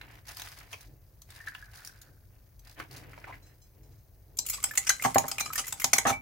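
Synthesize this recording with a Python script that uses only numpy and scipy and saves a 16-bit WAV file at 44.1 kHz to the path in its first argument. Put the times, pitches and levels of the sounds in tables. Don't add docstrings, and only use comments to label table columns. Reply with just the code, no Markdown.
import sys
import numpy as np
from scipy import signal
from scipy.fft import rfft, irfft
from scipy.io import wavfile

SR = 44100
rng = np.random.default_rng(int(sys.argv[2]) if len(sys.argv) > 2 else 0)


def generate_wav(sig):
    pcm = np.round(np.clip(np.atleast_2d(sig).T, -1, 1) * 32767).astype(np.int16)
    wavfile.write(sys.argv[1], SR, pcm)


N = 273861
TIME = np.arange(N) / SR
AGE = np.arange(int(.3 * SR)) / SR

# (pitch [Hz], level [dB], fade time [s]).
# A fade time, called t60 in the code, is how long a sound takes to drop by 60 dB.
FORK_TONES = [(2295, -10, .18), (2385, -10, .13), (3060, -10, .13), (3350, -12, .09), (4037, -11, .16),
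              (4243, -8, .17), (5000, -10, .12), (5235, -8, .16), (5500, -11, .12), (6050, -6, .12),
              (6204, -6, .13), (6500, -7, .1), (6720, -4, .13), (6775, -2, .18), (7220, -1, .2),
              (7420, -9, .1), (7570, -8, .14), (7916, -3, .17), (8150, -7, .15), (8725, -12, .14),
              (9560, -12, .13), (10230, -12, .13), (10950, -11, .13), (11550, -13, .12), (12810, -14, .11),
              (14520, -14, .11)]
# (frequency [Hz], level [dB])
FORK_COLOUR = [(410, -5), (700, -16.5), (971, -11.5), (1120, -5), (1230, 0), (1840, -11.5), (2080, 1.5),
               (2560, -3.5), (3410, -5.5), (4210, -6.5), (4610, -4), (6570, 0), (9110, 1), (14800, 16),
               (16000, 9)]
# (frequency [Hz], level [dB])
SHELL_COLOUR = [(290, -60), (500, -9), (1340, -13.5), (1690, -8), (2040, -9.5), (2430, -11), (4090, -7),
                (4800, -5.5), (8090, -15), (14000, -6), (16000, 7)]
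# (time [s], contact length [s], level [dB], clack pitch [Hz], ringing level [dB])
STRIKES = [(4.387, 0.0048, -23.5, 7400, -47), (4.531, 0.019, -38, 7900, -46.5),
           (4.639, 0.0048, -21.5, 7900, -67), (4.774, 0.008, -22, 7000, -66),
           (4.868, 0.012, -33, 5900, -49), (4.892, .004, -17.5, 6500, -29.5),
           (5.037, 0.026, -36, 6460, -46), (5.182, 0.00091, -16.5, 6800, -56),
           (5.314, 0.0054, -30, 5030, -57), (5.382, 0.0024, -32.5, 2680, -52),
           (5.404, 0.0068, -29, 6270, -51), (5.457, 0.0062, -41, 5200, -47),
           (5.578, 0.021, -31.5, 6020, -42.5), (5.724, 0.004, -31, 7940, -69),
           (5.842, 0.0039, -18, 6540, -49), (5.9319, 0.0052, -16.5, 6130, -37),
           (5.982, 0.004, -19.5, 6630, -54), (6.068, 0.039, -33, 6200, -56)]
# (time [s], level [dB])
FLICKS = [(4.37, -46.5), (4.463, -38.5), (4.486, -39), (4.498, -32), (4.627, -46), (4.71, -49),
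          (4.735, -52), (4.753, -44), (4.901, -40), (5.022, -38), (5.144, -35.5), (5.281, -36.5),
          (5.397, -38.5), (5.531, -39), (5.555, -36.5), (5.667, -44), (5.679, -40), (5.798, -38.5),
          (5.817, -40), (5.961, -42)]


def undb(db):
    return 10 ** (np.asarray(db) / 20)


def unit(x):
    return x / np.sqrt(np.mean(x ** 2))


def colour(x, points, lo_hz=15, hi_hz=20000):
    f = np.maximum(np.fft.rfftfreq(x.shape[-1], 1 / SR), 1)
    hz, db = np.transpose(points)
    curve = undb(np.interp(np.log(f), np.log(hz), db))
    edges = ((1 + (lo_hz / f) ** 12) * (1 + (f / hi_hz) ** 12)) ** -.5
    return unit(irfft(rfft(x) * curve * edges, x.shape[-1]))


def noise(width, size=len(AGE)):
    middle, side = rng.standard_normal((2, size))
    return unit(np.array([middle + width * side, middle - width * side]))


def resonate(x, hz, width_hz):
    b, a = signal.iirpeak(hz, hz / width_hz, fs=SR)
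    return unit(signal.lfilter(b, a, signal.lfilter(b, a, x)))


def uneven(x, count=56):
    spectrum = rfft(x)
    ripple_db = 5 * np.clip(rng.standard_normal(count), -2, 2)
    curve_db = np.interp(np.linspace(0, 1, spectrum.shape[1]), np.linspace(0, 1, count), ripple_db)
    return irfft(spectrum * undb(curve_db), x.shape[1])


def contact(length, t60):
    rise = 1 - np.exp(-AGE / .0005)
    return rise * undb(-60 * np.maximum(AGE - length, 0) / t60)


def swells(moves, attack_s, release_s):
    power = np.zeros(N)
    for s, length, db in moves:
        i, j = np.searchsorted(TIME, [s - attack_s, s + length + release_s])
        age = TIME[i:j] - s
        rise = np.minimum(1 + age / attack_s, 1) ** 2
        fall = undb(db - 60 * np.maximum(age - length, 0) / release_s)
        power[i:j] += (rise * fall) ** 2
    return np.sqrt(power)


def grains(rate, t60):
    size = undb(4 * np.minimum(rng.exponential(size=N), 3))
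    sparks = (rng.random(N) < rate / SR) * size ** 2
    power = signal.fftconvolve(sparks, undb(-120 * AGE / t60))[:N]
    return np.sqrt(np.abs(power)) * noise(.7, N)


def ring(tones, length, spread, scatter_db):
    hz, db, t60 = np.transpose(tones)[:, :, None]
    size, detune, apart, start = rng.standard_normal((4, len(hz), 1))
    phase = 2 * np.pi * (hz * (1 + .001 * detune) * AGE + start)
    fade = undb(db + scatter_db * size - 60 * np.maximum(AGE - length, 0) / t60)
    channels = [(fade * np.sin(phase + ear * spread * apart)).sum(axis=0) for ear in (1, -1)]
    return np.array(channels) * np.minimum(AGE / length, 1)


def free_tones(favoured_hz, db, drop_db_per_octave, sustain=1.56):
    tones = [(hz, db - drop_db_per_octave * abs(np.log2(hz / favoured_hz)), sustain * t60)
             for hz, _, t60 in FORK_TONES]
    return [tone for tone in tones if tone[1] > db - 40]


def add(track, s, sound, pan_db=0):
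    i = max(int(s * SR), 0)
    track[:, i:i + len(AGE)] += (sound * undb([[pan_db / 2], [-pan_db / 2]]))[:, :N - i]


def from_left(x, delay_samples=5):
    return np.array([x[0], np.roll(x[1], delay_samples)])


def background():
    # (frequency [Hz], level [dB])
    quiet_colour = [(15, -61), (25, -14.5), (49, 3.5), (70, -8), (102, -0.5), (161, -17.5), (285, -26),
                    (317, -24.5), (659, -27.5), (911, -35), (1520, -40.5), (3820, -54), (6210, -40.5),
                    (7710, -49), (16000, -31.5)]
    rumble = signal.sosfilt(signal.butter(4, 300, fs=SR, output="sos"), noise(.17, N))
    hiss = colour(noise(.6, N), [(20, 0), (20000, 0)], lo_hz=300)
    hum = undb(-72.5) * np.sin(2 * np.pi * 100 * TIME)
    lean_left = undb([[.6], [-.6]])
    return undb(-55.5) * colour(rumble + hiss, quiet_colour) * lean_left + hum


def room(dry):
    # (frequency [Hz], fade time [s])
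    fade_times = [(100, 0.24), (500, 0.2), (2000, 0.17), (7000, 0.14), (15000, 0.1)]
    hz, t60 = np.transpose(fade_times)
    f, t, (middle, side) = signal.stft(rng.standard_normal((2, len(AGE))), SR, nperseg=256)
    side = side * np.minimum(f / 600, 1)[:, None]
    fade = undb(-60 * t / np.interp(f, hz, t60)[:, None])
    echo = signal.istft(np.array([middle + side, middle - side]) * fade, SR)[1][:, :len(AGE)]
    echo = colour(echo, [(100, 3), (600, -11), (2000, -11.5), (7000, -10), (16000, -4.5)])
    echo *= np.clip((AGE - .003) / .00067, 0, 1)
    return signal.fftconvolve(dry, unit(echo) / np.sqrt(len(AGE)), axes=1)[:, :N]


def hands(attack_s=.052, release_s=.14):
    # (time [s], length [s], level [dB])
    squeezes = [(.285, 0.037, -43), (.385, 0.069, -45.5), (.46, 0.073, -50), (.58, 0.018, -48.5),
                (.72, .02, -49.5), (.81, 0.026, -54.5), (1.31, .015, -55), (1.365, 0.031, -48.5),
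                (1.47, 0.011, -47), (1.55, .1, -59.5), (1.74, .06, -52), (1.84, 0.037, -52.5),
                (1.92, 0.13, -62.5), (2.67, 0.047, -55.5), (2.94, 0.044, -50)]
    # (time [s], length [s], rubbing [dB], thud [dB])
    slides = [(0.014, 0.17, -50, -59.5), (0.596, 0.075, -51, -63), (0.87, 0.087, -73, -58),
              (2.073, 0.044, -82, -58), (2.33, 0.094, -68, -73), (2.794, 0.024, -40, -46.5),
              (2.915, 0.19, -52, -50.5), (3.116, 0.11, -51.5, -58.5), (3.258, 0.12, -52.5, -58),
              (3.42, 0.11, -63.5, -62.5), (3.765, 0.17, -71, -59), (4.287, 0.17, -75, -59)]
    squeeze = swells(squeezes, attack_s, release_s) + undb(-72.5)
    slide = swells([(s, length, db) for s, length, db, _ in slides], attack_s, release_s)
    weight = swells([(s, length, db) for s, length, _, db in slides], attack_s, release_s)
    rub = colour(grains(rate=600, t60=.046), SHELL_COLOUR, 640, 2690)
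    crackle = colour(grains(rate=400, t60=.022), SHELL_COLOUR, 3500, 11330)
    thud = colour(noise(.3, N), [(90, 13.5), (150, -2), (210, -17), (300, -6.5), (700, -17)], 137, 820)
    return (undb(-7.5) * rub * np.hypot(squeeze, slide)
            + crackle * np.hypot(undb(-4.5) * squeeze, undb(-16) * slide)
            + undb(-5.5) * thud * np.hypot(undb(-15.5) * squeeze, weight))


def shell_snaps(snap_s=.002, balanced_hz=3240):
    # (time [s], level [dB], pitch of the piece [Hz])
    snaps = [(.012, -41, 2050), (0.283, -42.5, 5200), (0.369, -37.5, 4560), (0.396, -39, 3700),
             (.418, -36, 3500), (0.472, -43, 1840), (.517, -48, 5050), (0.729, -38, 2800),
             (0.808, -49.5, 5170), (1.218, -46.5, 6140), (1.303, -47, 4000), (1.36, -49, 3700),
             (1.47, -42, 1740), (1.483, -43, 1860), (1.549, -37.5, 1900), (1.848, -40.5, 5100),
             (1.873, -38, 5700), (2.016, -46, 6600), (2.593, -54, 6150), (2.911, -47, 4600)]
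    out = np.zeros((2, N))
    for s, db, hz in snaps:
        tilt_db = 18 * np.log2(hz / balanced_hz)
        crack = uneven(noise(.6))
        hollow = colour(crack, SHELL_COLOUR, 900, 3000) * undb(min(-tilt_db, 0)) * contact(snap_s, .032)
        crisp = colour(crack, SHELL_COLOUR, 4500, 11300) * undb(min(tilt_db, 0)) * contact(snap_s, .025)
        piece = resonate(crack, hz, width_hz=900) * undb(-8) * contact(snap_s, .028)
        add(out, s, undb(db) * (hollow + crisp + piece), pan_db=1)
    return out


def worktop_taps():
    # (time [s], contact length [s], level [dB], pitch [Hz])
    taps = [(0.733, 0.011, -43.5, 2400), (2.786, 0.013, -60, 905), (2.799, 0.0023, -33, 1410),
            (2.818, 0.0028, -47, 2350), (2.973, 0.0031, -60, 1710), (3.045, 0.0026, -58, 1460),
            (3.132, 0.0027, -48.5, 1670), (3.177, 0.0023, -45.5, 620), (3.241, 0.00091, -36, 1730),
            (3.269, 0.043, -48.5, 890), (3.324, 0.019, -49.5, 1860)]
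    # (frequency [Hz], level [dB])
    tap_colour = [(88, -40), (150, -6), (229, -53), (296, 1.5), (700, -5), (956, -3), (1880, -6.5),
                  (2260, 0.5), (3260, -14.5), (12000, -39), (15600, -68), (22000, -120)]
    out = np.zeros((2, N))
    for s, length, db, hz in taps:
        touch = colour(noise(.53), tap_colour)
        tap = undb(-2.5) * touch + resonate(touch, hz, width_hz=700)
        add(out, s, undb(db) * tap * contact(length, .029), pan_db=1)
    return out


def draining_shell(start_s=1.37, length_s=.58, level_db=-57):
    full_hz, empty_hz, emptying_s = 1850, 1537, .22
    hz = empty_hz + (full_hz - empty_hz) * np.exp(-np.maximum(TIME - start_s, 0) / emptying_s)
    flutter = colour(grains(rate=200, t60=.02), [(20, 0), (180, -3), (600, -18)], hi_hz=900)
    flow = swells([(start_s, length_s, level_db)], attack_s=.027, release_s=.75)
    return flow * flutter * np.sin(2 * np.pi * np.cumsum(hz) / SR)


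def bubble(hz, t60):
    pitch = hz * (1.01 - .1 * np.exp(-AGE / .002))
    return np.sqrt(2) * np.sin(2 * np.pi * np.cumsum(pitch) / SR) * contact(.00071, t60)


def egg_plops(typical_db=-30.5, typical_t60=.048):
    # (time [s], pitch [Hz], level [dB])
    plops = [(1.404, 1800, -44), (1.474, 1747, -32), (1.483, 1637, -39), (1.55, 1714, -46),
             (1.625, 1665, -44), (4.582, 1125, -45.5), (4.71, 1730, -33.5), (4.776, 1980, -27),
             (4.894, 2040, -22), (4.902, 1584, -21), (4.997, 2114, -34), (5.384, 2476, -25.5),
             (5.461, 1222, -36.5), (5.503, 1280, -33), (5.558, 1823, -32), (5.64, 2003, -41),
             (5.818, 2133, -32.5)]
    out = np.zeros((2, N))
    for s, hz, db in plops:
        splash = resonate(noise(.5), hz, width_hz=900) * contact(.003, .035)
        t60 = typical_t60 * undb(.32 * (typical_db - db))
        add(out, s, undb(db) * (bubble(hz, t60) + undb(-12) * splash), pan_db=1)
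    return out


def egg_churn(bubble_count=80, steady_db=-51.5):
    drag_s, drag_db, hold_s = .024, -47, .026
    first, last = FLICKS[1][0], STRIKES[-1][0]
    surges = [(s, length + hold_s, drag_db + 20 * np.log10(length / drag_s))
              for s, length, *_ in STRIKES[1:]]
    churn = swells([(first, last - first, steady_db)] + surges, attack_s=.06, release_s=.081)
    bubbles = np.zeros((2, N))
    for when, pitch_step, softness, side in rng.random((bubble_count, 4)):
        s = first + when * (last - first)
        gain = np.interp(s, TIME, churn) * undb(3 - 14 * softness)
        add(bubbles, s, gain * bubble(1100 * 2.7 ** pitch_step, t60=.03), pan_db=8 * (side - .5))
    # (frequency [Hz], level [dB])
    slosh_colour = [(130, 4), (300, -0.5), (600, 0), (1000, -2)]
    crackle = colour(grains(rate=220, t60=.028), FORK_COLOUR, 450, 8600)
    slosh = undb(-12) * colour(grains(rate=120, t60=.14), slosh_colour, 104, 730)
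    return bubbles + churn * (crackle + slosh)


def bowl():
    # (time [s], contact length [s], level [dB])
    knocks = [(5.049, 0.0056, -18.5), (5.158, 0.0024, -15), (5.239, 0.0047, -31), (6.052, 0.016, -21.5),
              (6.075, 0.039, -29), (6.104, 0.0064, -31.5)]
    # (frequency [Hz], level [dB])
    knock_colour = [(35, -44), (60, 5), (202, -15), (437, -10), (678, -1), (794, -7), (1190, -3.5),
                    (1420, -15.5), (1780, -5.5), (2240, -23), (2860, -23.5), (4000, -27), (5200, -73),
                    (8800, -120)]
    # (pitch [Hz], level [dB], fade time [s])
    board_tones = [(110, -21, .2), (155, -16, .15), (259, -10, .16), (383, -15, .1), (646, -5, .11),
                   (789, 0, .11), (833, -3, .09), (921, -2, .11), (1066, -3, .07), (1815, -9, .05)]
    # (time [s], favoured pitch [Hz], level [dB])
    rim_touches = [(3.425, 4040, -62), (4.388, 4150, -41), (4.388, 7570, -40), (4.464, 9560, -43),
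                   (4.641, 5235, -39), (5.406, 4100, -36), (5.406, 2400, -35), (5.933, 2400, -29),
                   (5.933, 4245, -33), (6.126, 2280, -30)]
    lands_s = knocks[0][0]
    held_db, resting_db = -24.5, -12
    thumps = [(s, length, db + (resting_db if s > lands_s else held_db))
              for s, length, db, *_ in STRIKES]
    out = np.zeros((2, N))
    for s, length, db in knocks + thumps:
        thud = colour(noise(.35), knock_colour, lo_hz=125) * contact(length, .032)
        body = ring(board_tones, length, spread=.5, scatter_db=1.5)
        add(out, s, undb(db) * (undb(-2) * thud + undb(-4) * body), pan_db=-1.5)
    for s, favoured_hz, db in rim_touches:
        tones = free_tones(favoured_hz, db, drop_db_per_octave=142)
        add(out, s, ring(tones, length=.001, spread=.99, scatter_db=1.5))
    return out


def fork_hit(s, length, db, edge_db, clack_hz, ring_db):
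    # (time [s], a firm hit's wet slap compared with its click [dB])
    wetness = [(4.38, -37), (4.5, -16.5), (4.64, -12), (5.03, -2), (5.33, -12.5), (5.42, -4.5), (5.75, -12),
               (5.93, 1), (6.07, -1.5)]
    firm_db, slap_growth = -25.5, .49
    slap_db = np.interp(s, *np.transpose(wetness)) + (slap_growth - 1) * (db - firm_db)
    chatter = uneven(noise(.7))
    slap = colour(chatter, FORK_COLOUR, 695, 2590) * undb(slap_db) * contact(length, .02)
    click = colour(chatter, FORK_COLOUR, 3100, 8240) * contact(length, .019)
    edge = colour(chatter, FORK_COLOUR, 12700, 11300) * undb(edge_db) * contact(length, .026)
    clack = undb(-1) * resonate(noise(.85), clack_hz, width_hz=510) * contact(length, .024)
    tines = ring(FORK_TONES + [(clack_hz, -4, .13)], length, spread=.9, scatter_db=3.5)
    return undb(db) * (slap + click + edge + clack) + undb(ring_db) * tines


def fork(pan_db=1.1):
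    # (time [s], level [dB])
    jingles = [(3.426, -71), (3.462, -69.5), (3.616, -67.5), (3.829, -73.5), (3.919, -78), (3.98, -80)]
    out = np.zeros((2, N))
    for s, db in jingles:
        tones = free_tones(favoured_hz=5700, db=db, drop_db_per_octave=12)
        add(out, s, ring(tones, length=.004, spread=1, scatter_db=-.5))
    for s, length, db, clack_hz, ring_db in STRIKES:
        strike = fork_hit(s, length, db, edge_db=-20.5, clack_hz=clack_hz, ring_db=ring_db)
        add(out, s, strike, pan_db)
    for s, db in FLICKS:
        flick = fork_hit(s, length=.0051, db=db, edge_db=3, clack_hz=7150, ring_db=db - 11)
        add(out, s, flick, pan_db)
    return out


def scene():
    beating = fork() + egg_plops() + egg_churn()
    cracking = shell_snaps() + worktop_taps() + draining_shell() + hands()
    dry = beating + cracking + from_left(bowl())
    return dry + undb(-6) * room(dry) + background()


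def record(dry):
    top_hz = 15800
    return signal.sosfilt(signal.ellip(8, .2, 70, top_hz, fs=SR, output="sos"), dry)


dry = scene()
out = record(dry)
generate_wav(out)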